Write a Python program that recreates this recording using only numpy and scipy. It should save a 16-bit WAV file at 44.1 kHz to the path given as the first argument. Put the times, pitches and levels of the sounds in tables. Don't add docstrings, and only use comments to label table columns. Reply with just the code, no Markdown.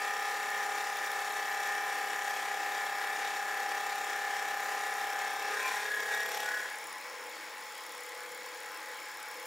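import sys
import numpy as np
from scipy import signal
from scipy.fft import rfft, irfft
from scipy.io import wavfile
from scipy.ndimage import uniform_filter1d

SR = 44100
rng = np.random.default_rng(int(sys.argv[2]) if len(sys.argv) > 2 else 0)


def digitize_waveform(pressure):
    field = np.atleast_2d(pressure).T
    bounded = np.clip(field, -1, 1)
    quanta = np.round(bounded * 32767).astype(np.int16)
    wavfile.write(sys.argv[1], SR, quanta)


def rack_gain(trim_db):
    fader = np.asarray(trim_db, float)
    return 10 ** (fader / 20)


N = 417186
T = np.arange(N) / SR
SCRAPE_AT, GAP_AT, KNOCK_AT = .69, .04, .59


def evened(x):
    return x / np.sqrt(np.mean(x ** 2) + 1e-20)


def read(points, hz):
    f, value = np.transpose(points)
    return np.interp(np.log(hz + 1), np.log(f + 1), value)


def curves(rows, t=T):
    at, *columns = np.transpose(rows)
    return [np.interp(t, at, column) for column in columns]


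def drift(hz, count, t):
    f = np.geomspace(hz / 20, hz, 16)[:, None]
    phases = rng.random((count, 16, 1))
    return np.array([evened((np.sin(2 * np.pi * (f * t + p)) / f ** 0.0092).sum(0)) for p in phases])


def resonate(x, hz, width):
    turn = np.exp(2j * np.pi * np.cumsum(hz * np.ones(len(x))) / SR)
    r = np.exp(-np.pi * width / SR)
    smooth = signal.lfilter([(1 - r) ** 2], [1, -2 * r, r * r], x / turn)
    return 2 * (turn * smooth).real


def ring_modes(x, modes):
    return sum(rack_gain(db) * evened(resonate(x, hz, width)) for hz, width, db in modes)


def rush(x, spectrum, peaks, lift_db, patchy_db):
    hz, _, z = signal.stft(x, SR, nperseg=2048, noverlap=1536)
    patches = uniform_filter1d(rng.standard_normal(z.shape), 20, 0)
    patches = evened(uniform_filter1d(patches, 6, 1))
    humps = sum(rack_gain(2 * (db + lift_db)) / (1 + (2 * (hz - f) / w) ** 2) for f, w, db in peaks)
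    humps = humps * np.minimum(hz / 280, 1) ** 12
    size = np.sqrt(rack_gain(2 * read(spectrum, hz)) + humps)
    z = z * size[:, None] * rack_gain(patchy_db * patches)
    return evened(signal.istft(z, nperseg=2048, noverlap=1536)[1][:N])


def repeating(turns, share, renew_turns):
    pattern = rng.standard_normal((200, 1300))
    age = turns / renew_turns
    row, at = age.astype(int), (turns % 1 * 1300).astype(int)
    fade = age % 1 * np.pi / 2
    back = pattern[row, at] * np.cos(fade) + pattern[row + 1, at] * np.sin(fade)
    return np.sqrt(share) * back + np.sqrt(1 - share) * rng.standard_normal(N)


def per_turn(turns, place, length, spread_db):
    since = turns - place + 1
    size = rack_gain(spread_db * rng.standard_normal(400))[since.astype(int)]
    part = since % 1 / length
    click = np.diff(since // 1, prepend=since[0] // 1) > 0
    burst = part * np.exp(-part) * repeating(turns, .3, 6)
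    return evened(size * (2.8 * click + burst))


def levels(contact):
    contact_levels = {"table": (-54, -48.5, -62), "head": (-39.5, -40.5, -53.5), "plate": (-41, -38, -56),
                      "hiss": (-44, -40.5, -55), "scrape": (-63.5, -62.5, -75)}
    # (centre_s, half_length_s, what sounds, change_db)
    brief_swells = [(.7, 1.3, "scrape", -2.5), (5.39, .1, "plate", -3.5), (5.477, 0.042, "head", 1.5),
                    (5.534, 0.075, "table", 7), (5.595, 0.049, "head", -8), (5.745, 0.078, "table", -5),
                    (5.75, 0.12, "plate", -1.5), (5.964, 0.12, "head", -14), (5.955, 0.051, "plate", 0.5),
                    (6.056, 0.04, "plate", -3), (6.25, 0.069, "head", -7.5), (6.35, 0.17, "scrape", 8.5),
                    (6.098, 0.063, "scrape", 1), (5.577, 0.086, "hiss", 3.5), (5.678, 0.025, "hiss", 3),
                    (6.13, 0.019, "hiss", 3), (5.83, 0.025, "plate", -1.5), (5.622, .06, "plate", -1),
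                    (6.35, 0.061, "plate", -9), (6.602, 0.11, "head", -12.5), (6.6, 0.15, "table", -3),
                    (6.733, 0.036, "table", -6), (6.87, 0.071, "plate", -2), (7.216, 0.18, "table", 8.5),
                    (7.22, 0.13, "head", -3), (7.7, 0.19, "plate", -14), (8.023, 0.15, "head", -4),
                    (8.07, .1, "plate", -5), (8.318, 0.51, "table", 9.5), (8.925, 0.058, "table", 14),
                    (9.084, 0.11, "plate", 3), (9.106, 0.17, "table", -24), (9.46, 0.13, "table", 10.5),
                    (9.46, .12, "head", 0)]
    swell = {part: np.zeros(N) for part in contact_levels}
    for s, half, part, db in brief_swells:
        swell[part] += db * np.exp(-((T - s) / half) ** 2)
    swell["hiss"] += 0.25 * swell["head"]
    return [np.interp(contact, [0, 1, 2], contact_levels[part]) + swell[part] for part in contact_levels]


def order_levels(k):
    # (order, full_cut_db, leaving_db, idle_db)
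    weak_orders = [(5, -82, -85, -95), (10, -80, -79, -84), (15, -67, -66, -76), (20, -70, -72, -84),
                   (28, -69, -69, -82), (44, -64, -63, -74), (55, -59, -63, -74), (59, -68, -64, -76),
                   (80, -75, -78, -82)]
    # (order, full_cut_db, leaving_db)
    set_orders = [(5, -78, -84), (6, -72, -70), (7, -83, -83), (9, -71, -78), (12, -56, -55),
                  (13, -58, -56), (14, -76, -57), (15, -62, -60), (18, -58, -63), (19, -67, -56),
                  (21, -62, -58), (22, -50, -53), (23, -47, -50), (24, -42, -49), (25, -59, -68),
                  (29, -55, -60), (30, -56, -54), (31, -58, -69), (35, -58, -57), (36, -45.5, -64),
                  (39, -52, -64), (41, -60, -60), (42, -56, -58), (43, -64, -57), (44, -72, -62),
                  (46, -57, -50), (47, -60, -51), (48, -52, -42), (49, -53, -53), (50, -58, -56),
                  (51, -43.5, -54), (52, -52, -52), (53, -53, -54), (54, -45.5, -46), (55, -59, -62),
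                  (56, -58, -62), (57, -53, -65), (63, -58, -61), (65, -59, -62), (67, -59, -63),
                  (69, -57.5, -65), (70, -61, -68), (77, -60, -70), (78, -60, -70)]
    # (order, idle_db)
    idle_orders = [(13, -67), (14, -58), (15, -65), (23, -68), (24, -55), (25, -70), (46, -66), (47, -66),
                   (48, -64), (61, -64)]
    scatter_db = 3.5
    db = np.transpose(curves(weak_orders, k)) + scatter_db * rng.standard_normal((len(k), 3))
    for n, cut_db, leaving_db in set_orders:
        db[k == n, :2] = cut_db, leaving_db
    for n, idle_db in idle_orders:
        db[k == n, 2] = idle_db
    return db


def burst_phases(k):
    order_bursts = [(27, 32, .75, .04), (33, 41, .47, .02), (42, 45, .2, -.03), (46, 48, .59, -.28),
                    (49, 51, .9, -.17), (52, 54, .43, .24), (55, 56, .87, -.03), (57, 58, .5, .2)]
    place = rng.random(len(k))
    for first, last, at, later in order_bursts:
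        place = np.where((k >= first) & (k <= last), at + later * (k - first), place)
    cut = -2 * np.pi * np.cumsum(place - GAP_AT)
    edge = -2 * np.pi * np.cumsum(KNOCK_AT - GAP_AT + .2 * rng.standard_normal(len(k)))
    return cut, edge


def knock(turns, stage):
    depth = .12 * np.interp(stage, [.2, .8, 1.3, 1.8], [0, 1, 1, 0])
    return (1 + depth * np.cos(2 * np.pi * (turns - KNOCK_AT))) / np.sqrt(1 + depth ** 2 / 2)


def orders(turns, stage, ring_db):
    ring_orders = [(11, 16), (21, 25), (41, 57)]
    # (order, from_s, over_s, change_db)
    order_fades = [(51, 5.5, .02, -22), (54, 0.5, 4.9, -7), (36, 0, 2.6, -3), (48, -6, 1, 0)]
    # (centre_s, half_length_s, order, change_db)
    order_flares = [(5.36, 0.19, 46, 8), (5.4, .1, 52, -9), (5.45, 0.071, 23, 1), (5.453, 0.076, 22, -2),
                    (5.536, 0.029, 36, 11), (5.65, 0.071, 30, 12.5), (5.62, 0.053, 23, -8),
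                    (5.62, .06, 64, 16), (5.62, 0.055, 66, 16), (5.616, 0.076, 45, 10),
                    (5.75, 0.1, 29, 9.5), (5.767, .09, 51, -5), (5.76, 0.096, 54, -11),
                    (5.77, 0.11, 41, 9.5), (5.94, 0.058, 48, 4.5), (6.2, 0.11, 48, 3),
                    (6.205, 0.092, 54, 3.5), (6.402, 0.32, 19, 6.5), (6.19, .08, 29, 2),
                    (6.52, 0.15, 42, 12.5), (6.52, .13, 43, 4), (6.52, .12, 13, -16), (6.52, .12, 50, -9)]
    stroke_db = .9
    thump_at = .58
    waver_db, waver_rad = 1.0, .2
    t, slow_stage = T[::256], stage[::256]
    k = np.arange(5, 81)
    leaving = np.clip(slow_stage, 0, 1)

    db = np.array([np.interp(slow_stage, [0, 1, 2], row) for row in order_levels(k)])
    for n, s, over, fade_db in order_fades:
        db[k == n] += fade_db * np.clip((t - s) / over, 0, 1) * (1 - leaving)
    for (first, last), level in zip(ring_orders, ring_db):
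        ring = (k >= first) & (k <= last)
        stroke = stroke_db * drift(18, count=1, t=t)[0]
        db[ring] += level[::256] + stroke - 10 * np.log10(rack_gain(2 * db[ring]).sum(0))
    for s, half, n, flare_db in order_flares:
        db[k == n] += flare_db * np.exp(-((t - s) / half) ** 2)

    loose = (k[:, None] / 40) ** 1.5
    loose = loose * np.interp(slow_stage, [0, .3, .55, .75, 1, 2], [1, 1.8, 3.6, 1.8, 1.8, 1])
    loose = loose + .5 * np.clip(slow_stage - 1, 0, 1)
    db += waver_db * loose * drift(14, len(k), t)

    cut, edge = burst_phases(k)
    side = np.pi + np.interp(k, [21, 22, 23, 25], [2.1, -.55, .55, -.8])
    start = np.where(abs(k - 23) < 3, (k % 6 > 0) * side, cut)
    sweep = 2 * np.pi * k * (GAP_AT - thump_at) - .6 * (k - 12.5) ** 2
    start = np.where(k < 17, sweep, start)
    above_head = k > ring_orders[1][1]
    shift = above_head * np.angle(np.exp(1j * (edge - start)))
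    phase = start[:, None] + shift[:, None] * leaving
    phase = phase + waver_rad * loose * drift(12, len(k), t)

    struck = knock(turns, stage)
    out = np.zeros(N)
    for n, level, p, high in zip(k, db, phase, above_head):
        tone = np.cos(2 * np.pi * n * (turns - GAP_AT) + np.interp(T, t, p))
        out += (struck if high else 1) * np.interp(T, t, rack_gain(level)) * tone
    return np.sqrt(2) * out


def chips(turns, hiss_db):
    # (frequency_hz, relative_density_db)
    hiss_spectrum = [(100, -62), (170, -40), (450, -15), (640, -19), (800, -10), (900, -14), (1150, -16),
                     (1450, -14), (1620, -8), (1780, -6), (1950, -7), (2100, -12), (2300, -10), (2550, -14),
                     (3000, -15), (5000, -20), (8000, -24), (16000, -36)]
    # (frequency_hz, width_hz, level_db before the common lift)
    cutter_modes = [(3340, 22, 0), (3706, 39, -1), (5770, 310, -7.5), (6740, 86, -5), (7300, 570, -10),
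                    (8830, 60, -7.5), (9500, 100, -11.5), (11750, 400, -16.5), (12850, 120, -13),
                    (15200, 180, -37), (16100, 130, -16)]
    bite = turns - SCRAPE_AT
    teeth = 1 + .15 * np.cos(2 * np.pi * 6 * bite) + .2 * np.cos(2 * np.pi * bite)
    shear = rush(repeating(turns, .4, 8), hiss_spectrum, cutter_modes, lift_db=-8.5, patchy_db=1.4)
    flicker_db = 0.91 * drift(40, count=1, t=T)[0]
    return rack_gain(hiss_db + flicker_db) * teeth * shear


def motor(turns):
    # (frequency_hz, relative_density_db)
    motor_spectrum = [(71, -69), (125, -29.5), (200, -20), (378, -17), (493, -2), (660, -12.5), (839, -5),
                      (930, -5), (1980, -5), (2930, -14), (5520, -15), (5990, -22), (6770, -21),
                      (16000, -27.5)]
    # (frequency_hz, width_hz, level_db before the common lift)
    housing_modes = [(321.6, 7.3, -4.5), (1033, 5.1, 4), (1640, 42, -7), (1945, 31, 1), (2207, 38, 1),
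                     (2260, 76, -6.5), (3280, 100, -9), (5410, 170, -10), (6920, 460, -14.5),
                     (10500, 280, -19), (13800, 300, -26), (15200, 180, -16.5), (15600, 180, -22)]
    ball_hz = 93.1
    x = rush(repeating(turns, 0.057, 8), motor_spectrum, housing_modes, lift_db=0.091, patchy_db=1.7)
    throb = np.cos(2 * np.pi * ball_hz * T + 0.27 * drift(3.9, count=1, t=T)[0])
    return rack_gain(-45.5) * (x + 0.31 * throb * resonate(x, 5000, 6900))


def scrape(turns, stage, scrape_db):
    # (frequency_hz, width_hz, relative_level_db)
    scrape_modes = [(2200, 560, -23), (3390, 290, 3.5), (5670, 460, 7), (11910, 330, 4.5), (8900, 6900, 4)]
    wander_db = 1.5 * drift(2, count=1, t=T)[0]
    burst = per_turn(turns, SCRAPE_AT, length=.016, spread_db=1.2)
    cutting = np.clip(2 - stage, 0, 1)
    return cutting * rack_gain(scrape_db + wander_db - 4.0) * ring_modes(burst, scrape_modes)


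def ticks(turns):
    # (time_s, place_turns)
    tick_place = [(0, .13), (6.5, .13), (6.8, .08), (9.46, .22)]
    # (time_s, level_db before the trim)
    tick_level = [(0, -57.5), (2.7, -63), (3.15, -73), (3.6, -69.5), (4.3, -70), (4.95, -56), (5.4, -73.5),
                  (5.75, -58), (6.3, -67), (6.7, -54.5), (7.0, -60), (7.5, -64), (7.9, -56.5), (8.6, -59),
                  (9.46, -59)]
    # (time_s, pitch_hz, level_db before the trim)
    whistle = [(0, 13200, -88), (1.6, 12800, -57), (3.0, 12500, -63), (4.3, 13700, -68), (5.0, 13750, -66),
               (6.5, 12850, -68), (6.9, 13700, -70), (9.05, 13660, -66), (9.3, 13800, -59),
               (9.46, 14000, -58)]
    # (frequency_hz, width_hz, relative_level_db)
    tick_modes = [(7110, 420, 0), (8000, 300, -7), (8800, 300, -7), (9880, 320, 3), (11230, 380, -8),
                  (9000, 7000, 1)]
    (place,), (tick_db,) = curves(tick_place), curves(tick_level)
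    whistle_hz, whistle_db = curves(whistle)
    burst = per_turn(turns, place, length=.022, spread_db=1.8)
    body = rack_gain(tick_db - 7.0) * ring_modes(burst, tick_modes)
    return body + rack_gain(whistle_db - 1.5) * evened(resonate(burst, whistle_hz, 300))


def strong_ticks():
    # (start_s, level_db before the trim, ring_hz)
    single_ticks = [(0.504, -21, 4230), (0.971, -16, 3520), (1.0295, -37, 3220), (1.062, -16, 5600),
                    (1.117, -15, 3360), (1.674, -19, 3220), (5.678, -19, 5430), (6.1155, -36, 3280),
                    (6.4871, -38, 3550), (8.4607, -23, 5550)]
    out, t = np.zeros(N), np.arange(600) / SR
    for s, db, hz in single_ticks:
        ring = np.sin(2 * np.pi * hz * t) * rack_gain(-60 * t / 0.025)
        puff = 1.3 * np.gradient(rng.standard_normal(600)) * rack_gain(-60 * t / 0.014)
        out[round(s * SR):][:600] += rack_gain(db - 21.0) * (ring + puff)
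    return out


def squeaks():
    # (start_s, length_s, from_hz, to_hz, level_db before the fade in and out)
    rubs = [(5.124, .07, 1600, 1400, -49), (6.85, .1, 1300, 980, -51)]
    out = np.zeros(N)
    for s, length, from_hz, to_hz, db in rubs:
        n = round(length * SR)
        rub = resonate(rng.standard_normal(n), np.linspace(from_hz, to_hz, n), 60)
        out[round(s * SR):][:n] += rack_gain(db) * evened(rub) * np.hanning(n)
    return out


def two_sides(mid):
    # (frequency_hz, likeness from 0 to 1)
    likeness = [(60, .995), (130, 0.98), (290, 1), (640, 0.98), (1410, 1), (3100, 0.92), (6820, 0.93),
                (15000, 0.96)]
    # (frequency_hz, left_over_right_db)
    side_lean = [(110, 2), (200, -0.5), (380, 3), (700, 1.3), (1290, 2), (2380, 1.5), (4400, 2), (8120, 1),
                 (15000, -1)]
    n = np.arange(9000)
    taps = rng.choice([-1., 1.], 9000) * (rng.random(9000) < .05) * rack_gain(-60 * n / SR / 0.14)
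    walls = signal.oaconvolve(mid, taps / np.linalg.norm(taps))[:N]
    hz = np.fft.rfftfreq(N, 1 / SR)
    apart = np.sqrt((1 - read(likeness, hz)) / 2) * rfft(walls)
    lean_db = read(side_lean, hz) / 2
    middle = rfft(mid)
    return irfft([(middle + apart) * rack_gain(lean_db), (middle - apart) * rack_gain(-lean_db)], N)


def scene():
    # (time_s, speed_turns_per_s)
    spindle_speed = [(0, 34.13), (.8, 34.124), (1.6, 34.053), (2.0, 33.977), (2.7, 34.011), (3.8, 34.02),
                     (5.0, 34.036), (5.4, 33.998), (5.6, 34.387), (5.8, 34.83), (6.1, 34.955),
                     (6.5, 35.112), (7.0, 35.264), (7.5, 35.248), (9.46, 35.249)]
    # (time_s, stage: 0 full cut, 1 leaving the edge, 2 idle)
    cut_stage = [(0, 0), (5.27, 0.07), (5.33, 0.05), (5.52, 0.06), (5.62, 0.5), (6.55, 1.23), (6.85, 1.5),
                 (9.46, 2.5)]
    # (time_s, contact: 0 inserts fully in, 1 grazing the edge, 2 clear)
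    insert_contact = [(0, 0.27), (5.45, 0.11), (5.9, 1.02), (6.6, 1.05), (6.85, 1.96), (9.46, 2.63)]
    turns = np.cumsum(curves(spindle_speed)[0]) / SR
    (stage,), (contact,) = curves(cut_stage), curves(insert_contact)
    *ring_db, hiss_db, scrape_db = levels(contact)
    mid = orders(turns, stage, ring_db) + chips(turns, hiss_db) + motor(turns)
    mid += scrape(turns, stage, scrape_db) + ticks(turns)
    mid += strong_ticks() + squeaks()
    return two_sides(mid)


def low_pass(x):
    return signal.sosfilt(signal.butter(12, 16180, fs=SR, output="sos"), x)


def record(dry):
    # [low_hz, high_hz]
    low_hz, high_hz = [140, 15760]
    x = signal.sosfilt(signal.butter(2, low_hz, "high", fs=SR, output="sos"), dry)
    x = signal.sosfilt(signal.ellip(12, .1, 70, high_hz, fs=SR, output="sos"), x)
    return low_pass(x)


dry = scene()
out = record(dry)
digitize_waveform(out)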